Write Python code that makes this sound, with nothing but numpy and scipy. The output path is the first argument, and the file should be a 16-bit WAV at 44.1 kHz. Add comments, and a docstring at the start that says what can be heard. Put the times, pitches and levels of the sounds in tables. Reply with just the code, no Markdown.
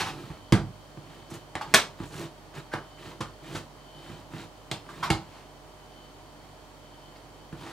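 """Hands pat, fold and drag bread dough on a kitchen worktop: struck wood modes, and shaped noise for skin and slips.
A plastic scraper slides (slip noise) and drops (damped modes and a noisy crack); the loaf thuds down twice.
Trapped air puffs from under it: noise bursts through a resonant pocket. Hard walls answer close by.
Behind, air noise and a motor's hum; its bearing whines and, in spells, squeaks once a turn.
Place: a small hard-walled kitchen. Distance: close to the dough. Microphone: a stereo pair of close capsules."""
import sys
import numpy as np
from scipy import signal
from scipy.fft import rfft, irfft, next_fast_len
from scipy.io import wavfile
from scipy.ndimage import map_coordinates

SR = 44100
rng = np.random.default_rng(int(sys.argv[2]) if len(sys.argv) > 2 else 0)


def generate_wav(sig):
    """Save sig (samples, or channels by samples) to the path in sys.argv[1] as 16-bit PCM at SR."""
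    pcm = np.round(np.clip(np.atleast_2d(sig).T, -1, 1) * 32767).astype(np.int16)
    wavfile.write(sys.argv[1], SR, pcm)


N = 340452
TIME = np.arange(N) / SR
AGE = np.arange(SR // 2) / SR  # time since a contact, s

# Hand or whole loaf landing: [t/s, worktop thud level/dB, palm smack level/dB, skin slap level/dB, closing time/s]
LANDINGS = [(0.5228, -13.5, -25.5, -29.5, 0.00052), (1.553, -39, -32.5, -42, 0.00048),
            (2.737, -36.5, -31.5, -46.5, 0.00027), (3.204, -33.5, -34.5, -41, 0.0039),
            (3.545, -37.5, -40, -42, 0.0072), (4.713, -35.5, -36.5, -34, 0.00076),
            (5.102, -22, -26.5, -28.5, 0.00084)]
# Loaf rocking and settling softly: [t/s, thud level/dB]
SOFT_BUMPS = [(0.237, -43), (0.301, -38), (0.972, -42), (1.312, -40.5), (2.0, -34.5), (4.096, -42),
              (4.335, -38.5), (7.526, -37.5)]
# Worktop resonances: [f/Hz, relative level/dB, t60/s]
WORKTOP_MODES = [(51.3, -17.5, 0.3), (86.2, -11.5, 0.16), (106.8, -7, 0.22), (143.4, 1.5, 0.099),
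                 (179.5, -5, 0.1), (211.3, -6, 0.12), (253.5, -10.5, 0.12), (327.3, -1, .11),
                 (390, -15, 0.089)]
# Palm smack spectrum: [f/Hz, relative level/dB per Hz]
SMACK_SPECTRUM = [(150, -20.5), (400, -0.5), (750, -0.5), (1200, -1), (1900, -7.5), (2600, -16.5),
                  (6000, -42.5)]
# Skin slap spectrum: [f/Hz, relative level/dB per Hz]
SLAP_SPECTRUM = [(900, -40), (2100, -3), (3200, 0.5), (4500, -3), (6000, -8.5), (8000, -9), (10000, -14),
                 (13000, -23), (16000, -30)]
# Every soft bump: closing time, and skin sounds relative to its thud
BUMP_CLOSE_S, BUMP_SMACK_DB, BUMP_SLAP_DB = 0.0012, -12, -24.5


def pats():
    """Each landing shakes the worktop, smacks under the palm and slaps on the skin; soft bumps are mostly thud."""
    out = np.zeros((2, N))
    bumps = [(s, db, db + BUMP_SMACK_DB, db + BUMP_SLAP_DB, BUMP_CLOSE_S) for s, db in SOFT_BUMPS]
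    for s, thud_db, smack_db, slap_db, swell in list(LANDINGS) + bumps:
        thud = ring(WORKTOP_MODES, swell, scatter_db=0.5)
        add(out, s, thud_db, kitchen(thud, wet_db=-8.0))
        # a slower contact also dies away more slowly
        smack = patches(SMACK_SPECTRUM, swell, fade=0.0019 + 1.1 * swell, wet_db=1.0, count=2)
        add(out, s, smack_db, smack)
        slap = patches(SLAP_SPECTRUM, swell, fade=0.0022 + 2.2 * swell, wet_db=-1.5, count=2)
        add(out, s, slap_db, slap)
    return out


# Strokes of the hands: [firmest t/s, length/s, dough drag level/dB]
HAND_STROKES = [(0.2, 0.55, -45.5), (1.15, 0.26, -52.5), (1.348, .1, -44.5), (1.718, 0.11, -47.5),
                (2.038, 0.11, -46), (2.209, 0.18, -39), (2.581, 0.071, -41.5), (3.081, 0.18, -44),
                (3.542, 0.19, -41), (4.12, 0.33, -47.5), (4.403, 0.16, -43), (5, 0.26, -46),
                (7.666, 0.21, -46)]
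# Dough dragging on the worktop: [f/Hz, relative level/dB per Hz]
DRAG_SPECTRUM = [(55, -25), (95, -3), (140, 4), (230, -4.5), (335, 4), (450, -9), (900, -32.5)]
# Palm rubbing the dough: [f/Hz, relative level/dB per Hz]
RUB_SPECTRUM = [(200, -34), (480, -1.5), (1000, 0.5), (2200, -5), (3200, -7), (6000, -51)]
# Hiss of flour: [f/Hz, relative level/dB per Hz]
FLOUR_SPECTRUM = [(1300, -32), (2300, -4.5), (4000, 4.5), (5500, -4.5), (7500, -4.5), (10000, -12),
                  (13000, -23), (16000, -31)]
# Dry fingers brushing the skin of the loaf: [firmest t/s, length/s, level/dB]
FINGER_BRUSHES = [(1.314, .025, -49), (1.351, 0.035, -47.5), (2.18, 0.23, -53), (3.57, 0.057, -49.5)]
# Finger brush spectrum: [f/Hz, relative level/dB per Hz]
BRUSH_SPECTRUM = [(3500, -20), (5500, 4), (6800, 5.5), (9000, 2), (13000, -2), (16000, -18)]
# Palm rub and flour hiss relative to the drag, for a stroke of usual length
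RUB_DB, FLOUR_DB, USUAL_STROKE_S = -4, -9.5, 0.15
QUICK_DB = 1.2  # rub and hiss gain this much per halving of the stroke's length


def strokes():
    """Dough sticks and slips on the worktop while floury palms rub and dry fingers brush over it."""
    each = pressure(HAND_STROKES)
    lengths = np.array(HAND_STROKES)[:, 1]
    quickness = np.log2(USUAL_STROKE_S / lengths)
    drag_gain = each.sum(0)
    skin_gain = amp(QUICK_DB * quickness) @ each
    brush_gain = pressure(FINGER_BRUSHES).sum(0)
    drag = friction(drag_gain, DRAG_SPECTRUM, slip_hz=88.7, rough_db=1.5, wet_db=-6.0)
    rub = friction(amp(RUB_DB) * skin_gain, RUB_SPECTRUM, slip_hz=217.5, rough_db=3.0, wet_db=-4.5)
    flour = friction(amp(FLOUR_DB) * skin_gain, FLOUR_SPECTRUM, slip_hz=303, rough_db=3.0, wet_db=-2.0)
    brush = friction(brush_gain, BRUSH_SPECTRUM, slip_hz=310, rough_db=4.0, wet_db=-2.5)
    return drag + rub + flour + brush


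# Blade pushed over the worktop: [firmest t/s, length/s, level/dB]
BLADE_PUSHES = [(0.0, 0.081, -25), (0.07, 0.13, -35), (5.37, 0.21, -53.5), (6.44, .06, -60),
                (7.17, .06, -56.5), (7.70, 0.17, -46.5)]
# Scraping noise, also the hiss of the puffs: [f/Hz, relative level/dB per Hz]
SCRAPE_SPECTRUM = [(90, -2.5), (140, 1.5), (250, -4.5), (500, -8.5), (870, 2), (1300, 0), (1900, -4.5),
                   (2600, -5), (4500, -10), (8000, -18.5), (13000, -24.5), (16000, -45)]
# Scraper landing on its edge, then flat: [t/s, ring level/dB, crack level/dB]
BLADE_CLACKS = [(1.7392, -35, -17.5), (1.7439, -18, -15)]
# Plastic blade on the worktop, before the clack's extra damping: [f/Hz, relative level/dB, t60/s]
BLADE_MODES = [(392, 0, 0.21), (440, 5, 0.067), (638, -5, 0.3), (970, -20, 0.11), (1079, 5.5, 0.088),
               (1262, -10, 0.12), (1455, -15, .17), (1600, -5, 0.136), (1730, 7, 0.13), (1744, 7, 0.15),
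               (1940, -15, 0.2), (2230, -10, 0.18), (2520, 5, 0.12), (3311, 2.5, 0.19), (3570, -1.5, 0.2),
               (4800, -13, .17)]
# Noise of the clack: [f/Hz, relative level/dB per Hz]
CRACK_SPECTRUM = [(70, -9), (200, -3.5), (300, -5.5), (410, 1), (560, -2.5), (1100, 0.5), (1800, 1.5),
                  (2600, -1.5), (4000, -2.5), (6000, -7.5), (8000, -7.5), (10000, -14), (13400, -15.5),
                  (16000, -46)]
# Blade's edge knocking on the worktop: [t/s, level/dB]
EDGE_KNOCKS = [(1.223, -67), (5.102, -31), (7.158, -60.5)]
# Blade held stiff in the hand: [f/Hz, relative level/dB, t60/s]
EDGE_MODES = [(2180, 5, 0.043), (2215, -3.5, 0.03), (4100, -3, 0.061), (4400, -8, 0.12), (4770, -8, 0.096),
              (5050, -12, 0.13), (8160, -11.5, 0.057)]


def scraper():
    """The blade slides out from under the dough, is dropped with a clack, and knocks on its edge as it is used."""
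    push_gain = pressure(BLADE_PUSHES).sum(0)
    out = friction(push_gain, SCRAPE_SPECTRUM, slip_hz=505, rough_db=0.5, wet_db=-1.5)
    for s, ring_db, crack_db in BLADE_CLACKS:
        blade = ring(BLADE_MODES, swell=0.00053, scatter_db=2.1) * np.exp(-AGE / 0.058)
        add(out, s, ring_db, kitchen(blade, wet_db=-10))
        crack = patches(CRACK_SPECTRUM, swell=0.00034, fade=0.0044, wet_db=-1.4, count=4)
        add(out, s, crack_db, crack)
    for s, db in EDGE_KNOCKS:
        edge = ring(EDGE_MODES, swell=0.0003, scatter_db=1.5)
        add(out, s, db, kitchen(edge, wet_db=-4))
    return out


# Air squeezed from under the dough: [t/s, pocket level/dB, pocket f/Hz, swell/s]
AIR_PUFFS = [(1.609, -35.5, 985, 0.0026), (2.712, -46, 1520, 0.0053), (2.726, -39, 1640, 0.0056),
             (4.887, -46, 1260, 0.0034), (5.024, -28.5, 1100, 0.0069)]
POCKET_WIDTH, RIM_HISS_DB = 0.3, -4  # bandwidth over pitch; hiss relative to the pocket


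def puffs():
    """Escaping air sounds the pocket between dough and palm, and hisses at its rim."""
    out = np.zeros((2, N))
    for s, db, pocket_hz, swell in AIR_PUFFS:
        width = POCKET_WIDTH * pocket_hz
        resonance = lambda f: 1j * f * width / (pocket_hz ** 2 - f * f + 1j * f * width)
        pocket = filtered(burst(swell, fade=2.0 * swell), lambda f: resonance(f) ** 2)
        add(out, s, db, kitchen(pocket, wet_db=-2.5))
        hiss = patches(SCRAPE_SPECTRUM, swell, fade=1.85 * swell, wet_db=7.5, count=1)
        add(out, s, db + RIM_HISS_DB, hiss)
    return out


# Room air noise: [f/Hz, relative level/dB per Hz]
AIR_SPECTRUM = [(25, -29), (65, -12.5), (95, -1), (130, -5.5), (190, -6.5), (330, -3), (470, -5.5),
                (620, -5.5), (950, -5), (1500, -14), (2700, -18.5), (4500, -20.5), (7500, -25),
                (15500, -34.5)]
# Air noise at the two capsules: [f/Hz, left-right likeness]
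AIR_LIKENESS = [(100, 0.61), (300, 0.66), (800, 0.73), (2500, 0.034), (8000, 0.027)]
# Motor hum: [multiple of the turning rate, level/dB]
HUM_PARTIALS = [(1, -58.5), (2, -66.5), (3, -62), (6, -65), (12.5, -63), (15, -70.5)]
# Spells of bearing squeak: [middle t/s, level/dB]
SQUEAK_SPELLS = [(0.405, -65), (1.28, -66), (2.96, -62), (4.02, -57), (5.986, -64), (7.017, -65.5)]
# Bearing's rasp around its squeak: [f/Hz, relative level/dB per Hz]
RASP_SPECTRUM = [(2750, -40), (3010, -6), (3180, -5), (3500, -14), (4250, -14), (4590, -8), (4800, -39)]
# Bearing's steady whine: [f/Hz, relative level/dB per Hz]
WHINE_SPECTRUM = [(2700, -24.5), (3050, -8.5), (3250, -1.5), (3500, -18), (4250, -10), (4450, 0.5),
                  (4600, -2.5), (4800, -26.5)]
MOTOR_HZ = 49.16  # mean turns a second
SPELL_S = 0.16  # half length of a squeak spell
SQUEAK_IDLE_DB, WHINE_DB = -68.5, -68.5  # mean levels: squeak left between spells, and whine


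def motor():
    """Steady air noise and hum; across the room the bearing whines, and squeaks once a turn in spells."""
    air = unit(filtered(diffuse(N, AIR_LIKENESS), lambda hz: amp(along(AIR_SPECTRUM, hz))))
    turns = np.cumsum(MOTOR_HZ * (1 + 0.0023 * wobble(3.01))) / SR
    hum = sum(amp(db) * np.sqrt(2) * np.sin(2 * np.pi * (k * turns + rng.random()))
              for k, db in HUM_PARTIALS)
    spells = sum(amp(db) * np.exp(-((TIME - s) / SPELL_S) ** 2) for s, db in SQUEAK_SPELLS)
    squeak_gain = spells + amp(SQUEAK_IDLE_DB + 1.0 * wobble(3.25))
    rubbing = (1 + np.cos(2 * np.pi * turns)) * amp(2.0 * wobble(30))  # every turn rubs a little differently
    tone = unit(np.sin(2 * np.pi * 3052 * TIME + 0.53 * wobble(60)))
    rasp = unit(coloured(rng.standard_normal(N), RASP_SPECTRUM))
    squeak = tone + amp(-2.0) * rasp
    bearing = squeak_gain * unit(kitchen(rubbing * squeak, wet_db=1))
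    whine_gain = amp(WHINE_DB + 1.5 * wobble(2.93))
    whine = whine_gain * unit(kitchen(coloured(rng.standard_normal(N), WHINE_SPECTRUM), wet_db=1))
    return amp(-51.0) * air + hum + bearing + whine


# Decay of the small kitchen: [f/Hz, t60/s]
KITCHEN_DECAY = [(100, 0.45), (300, 0.27), (800, 0.3), (2000, 0.23), (5000, 0.25), (13000, 0.18)]
# Wall reflections at the two capsules: [f/Hz, left-right likeness]
ROOM_LIKENESS = [(100, 1), (250, 0.98), (800, 0.94), (2500, 0.79), (6000, 0.34), (11000, 0.056)]


def kitchen(x, wet_db):
    """A mono sound plus the answer of the walls in stereo, wet_db relative to the direct sound."""
    hz, t, z = signal.stft(diffuse(len(AGE), ROOM_LIKENESS), SR, nperseg=256)
    decay = amp(-60 * t / along(KITCHEN_DECAY, hz)[:, None])
    tail = signal.istft(z * decay, SR, nperseg=256)[1][:, :len(AGE)]
    tail = tail * (1 - np.exp(-(AGE / 0.0019) ** 2))  # the first echoes take a few ms
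    response = amp(wet_db) * tail / np.linalg.norm(tail[0])
    response[:, 0] += 1  # direct sound
    return signal.fftconvolve(x[None], response, axes=1)[:, :len(x)]


def diffuse(n, alike):
    """White stereo noise as it reaches two close capsules from all sides."""
    turn = lambda hz: np.arccos(np.clip(along(alike, hz), -1, 1)) / 2
    mid_side = lambda hz: np.array([np.cos(turn(hz)), np.sin(turn(hz))])
    mid, side = filtered(rng.standard_normal((2, n)), mid_side)
    return np.array([mid + side, mid - side])


def burst(swell, fade):
    """Noise of a contact that closes and dies away."""
    return rng.standard_normal(len(AGE)) * (1 - np.exp(-(AGE / swell) ** 2)) * np.exp(-AGE / fade)


def patches(spectrum, swell, fade, wet_db, count):
    """Several spots of a surface close together, each with its own path through the room."""
    return sum(kitchen(coloured(burst(swell, fade), spectrum), wet_db) for _ in range(count))


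def ring(modes, swell, scatter_db):
    """Damped modes, struck at new strengths each time."""
    hz, db, t60 = np.transpose(modes)[:, :, None]
    strength = amp(db + scatter_db * rng.standard_normal(hz.shape)) * rng.choice([-1, 1], hz.shape)
    partials = strength * amp(-60 * AGE / t60) * np.sin(2 * np.pi * hz * AGE)
    return np.sum(partials, 0) * (1 - np.exp(-AGE / swell))


def friction(gain, spectrum, slip_hz, rough_db, wet_db):
    """Tiny slips in uneven clumps, following the pressure of the stroke."""
    clumps = rng.standard_normal(N) * amp(rough_db * wobble(slip_hz))
    slips = unit(coloured(clumps, spectrum))
    return kitchen(slips * gain, wet_db) / np.sqrt(1 + amp(wet_db) ** 2)  # level includes the walls


BUILD_UP = 0.63  # share of a stroke spent bearing down; the rest lets go
FULLNESS = 0.54  # exponent of the rise and fall: below 1 the pressure comes quickly and holds


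def pressure(rows):
    """One line of gain per stroke: the hand bears down, then lets go."""
    lines = []
    for s, length, db in rows:
        corners = [s - BUILD_UP * length, s, s + (1 - BUILD_UP) * length]
        lines.append(amp(db) * np.interp(TIME, corners, [0, 1, 0]) ** FULLNESS)
    return np.array(lines)


def add(track, s, db, sound):
    """Lay a blow into the track, db being the level of its first 25 ms."""
    start = max(round(s * SR), 0)
    part = sound[:, :N - start] * amp(db) / np.sqrt(np.mean(sound[:, :SR // 40] ** 2))
    track[:, start:start + part.shape[1]] += part


def amp(db):
    """Gain of a level in dB."""
    return 10 ** (np.asarray(db) / 20)


def unit(x):
    """Scaled to rms 1."""
    return x / np.sqrt(np.mean(x ** 2) + 1e-20)


def along(points, hz):
    """Values between (f/Hz, value) points on a log frequency axis."""
    f, v = np.transpose(points)
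    return np.interp(np.log(hz + 1), np.log(f + 1), v)


def wobble(rate):
    """A smooth random curve, rate knots a second."""
    return map_coordinates(rng.standard_normal(int(N * rate / SR) + 4), [TIME * rate], order=2)


def filtered(x, response):
    """x times a response of frequency."""
    n = x.shape[-1]
    m = next_fast_len(n + 8192)
    return irfft(rfft(x, m) * response(np.fft.rfftfreq(m, 1 / SR)), m)[..., :n]


def coloured(x, spectrum):
    """x through a causal (minimum-phase) filter with the given spectrum."""
    size = 2048
    cepstrum = irfft(np.log(amp(along(spectrum, np.fft.rfftfreq(size, 1 / SR)))))
    cepstrum[1:size // 2] *= 2  # fold the cepstrum onto positive time
    cepstrum[size // 2 + 1:] = 0
    return signal.fftconvolve(x, irfft(np.exp(rfft(cepstrum))))[:len(x)]


def scene():
    """Everything heard at the worktop, from the dough to the motor behind."""
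    return pats() + scraper() + puffs() + strokes() + motor()


# Level difference of the capsules: [f/Hz, left minus right level/dB]
CAPSULE_LEAN = [(50, -4.5), (200, -2.5), (800, -1.8), (2500, -0.5), (6000, -.5), (11000, -0.4)]
# Phase difference of the capsules: [f/Hz, lead of the left/rad]
CAPSULE_LEAD = [(100, 0.4), (600, 0.09), (3000, 0.77), (6000, -0.04), (10000, -1.15), (15000, -2.2)]
TOP_HZ = 15800  # upper end of the band


def record(dry):
    """The capsules shed deep bass and differ in level and phase; peaks stop at full scale and the band ends sharply."""
    low_cut = signal.butter(4, 36, "highpass", fs=SR, output="sos")
    halves = [0.5, -0.5]  # each difference is shared between left and right

    def capsules(hz):
        """Level and phase of the left and right capsule."""
        level = amp(np.outer(halves, along(CAPSULE_LEAN, hz)))
        return level * np.exp(1j * np.outer(halves, along(CAPSULE_LEAD, hz)))

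    heard = filtered(signal.sosfilt(low_cut, dry), capsules)
    return filtered(np.clip(heard, -1, 1), lambda hz: hz < TOP_HZ)


dry = scene()
out = record(dry)
generate_wav(out)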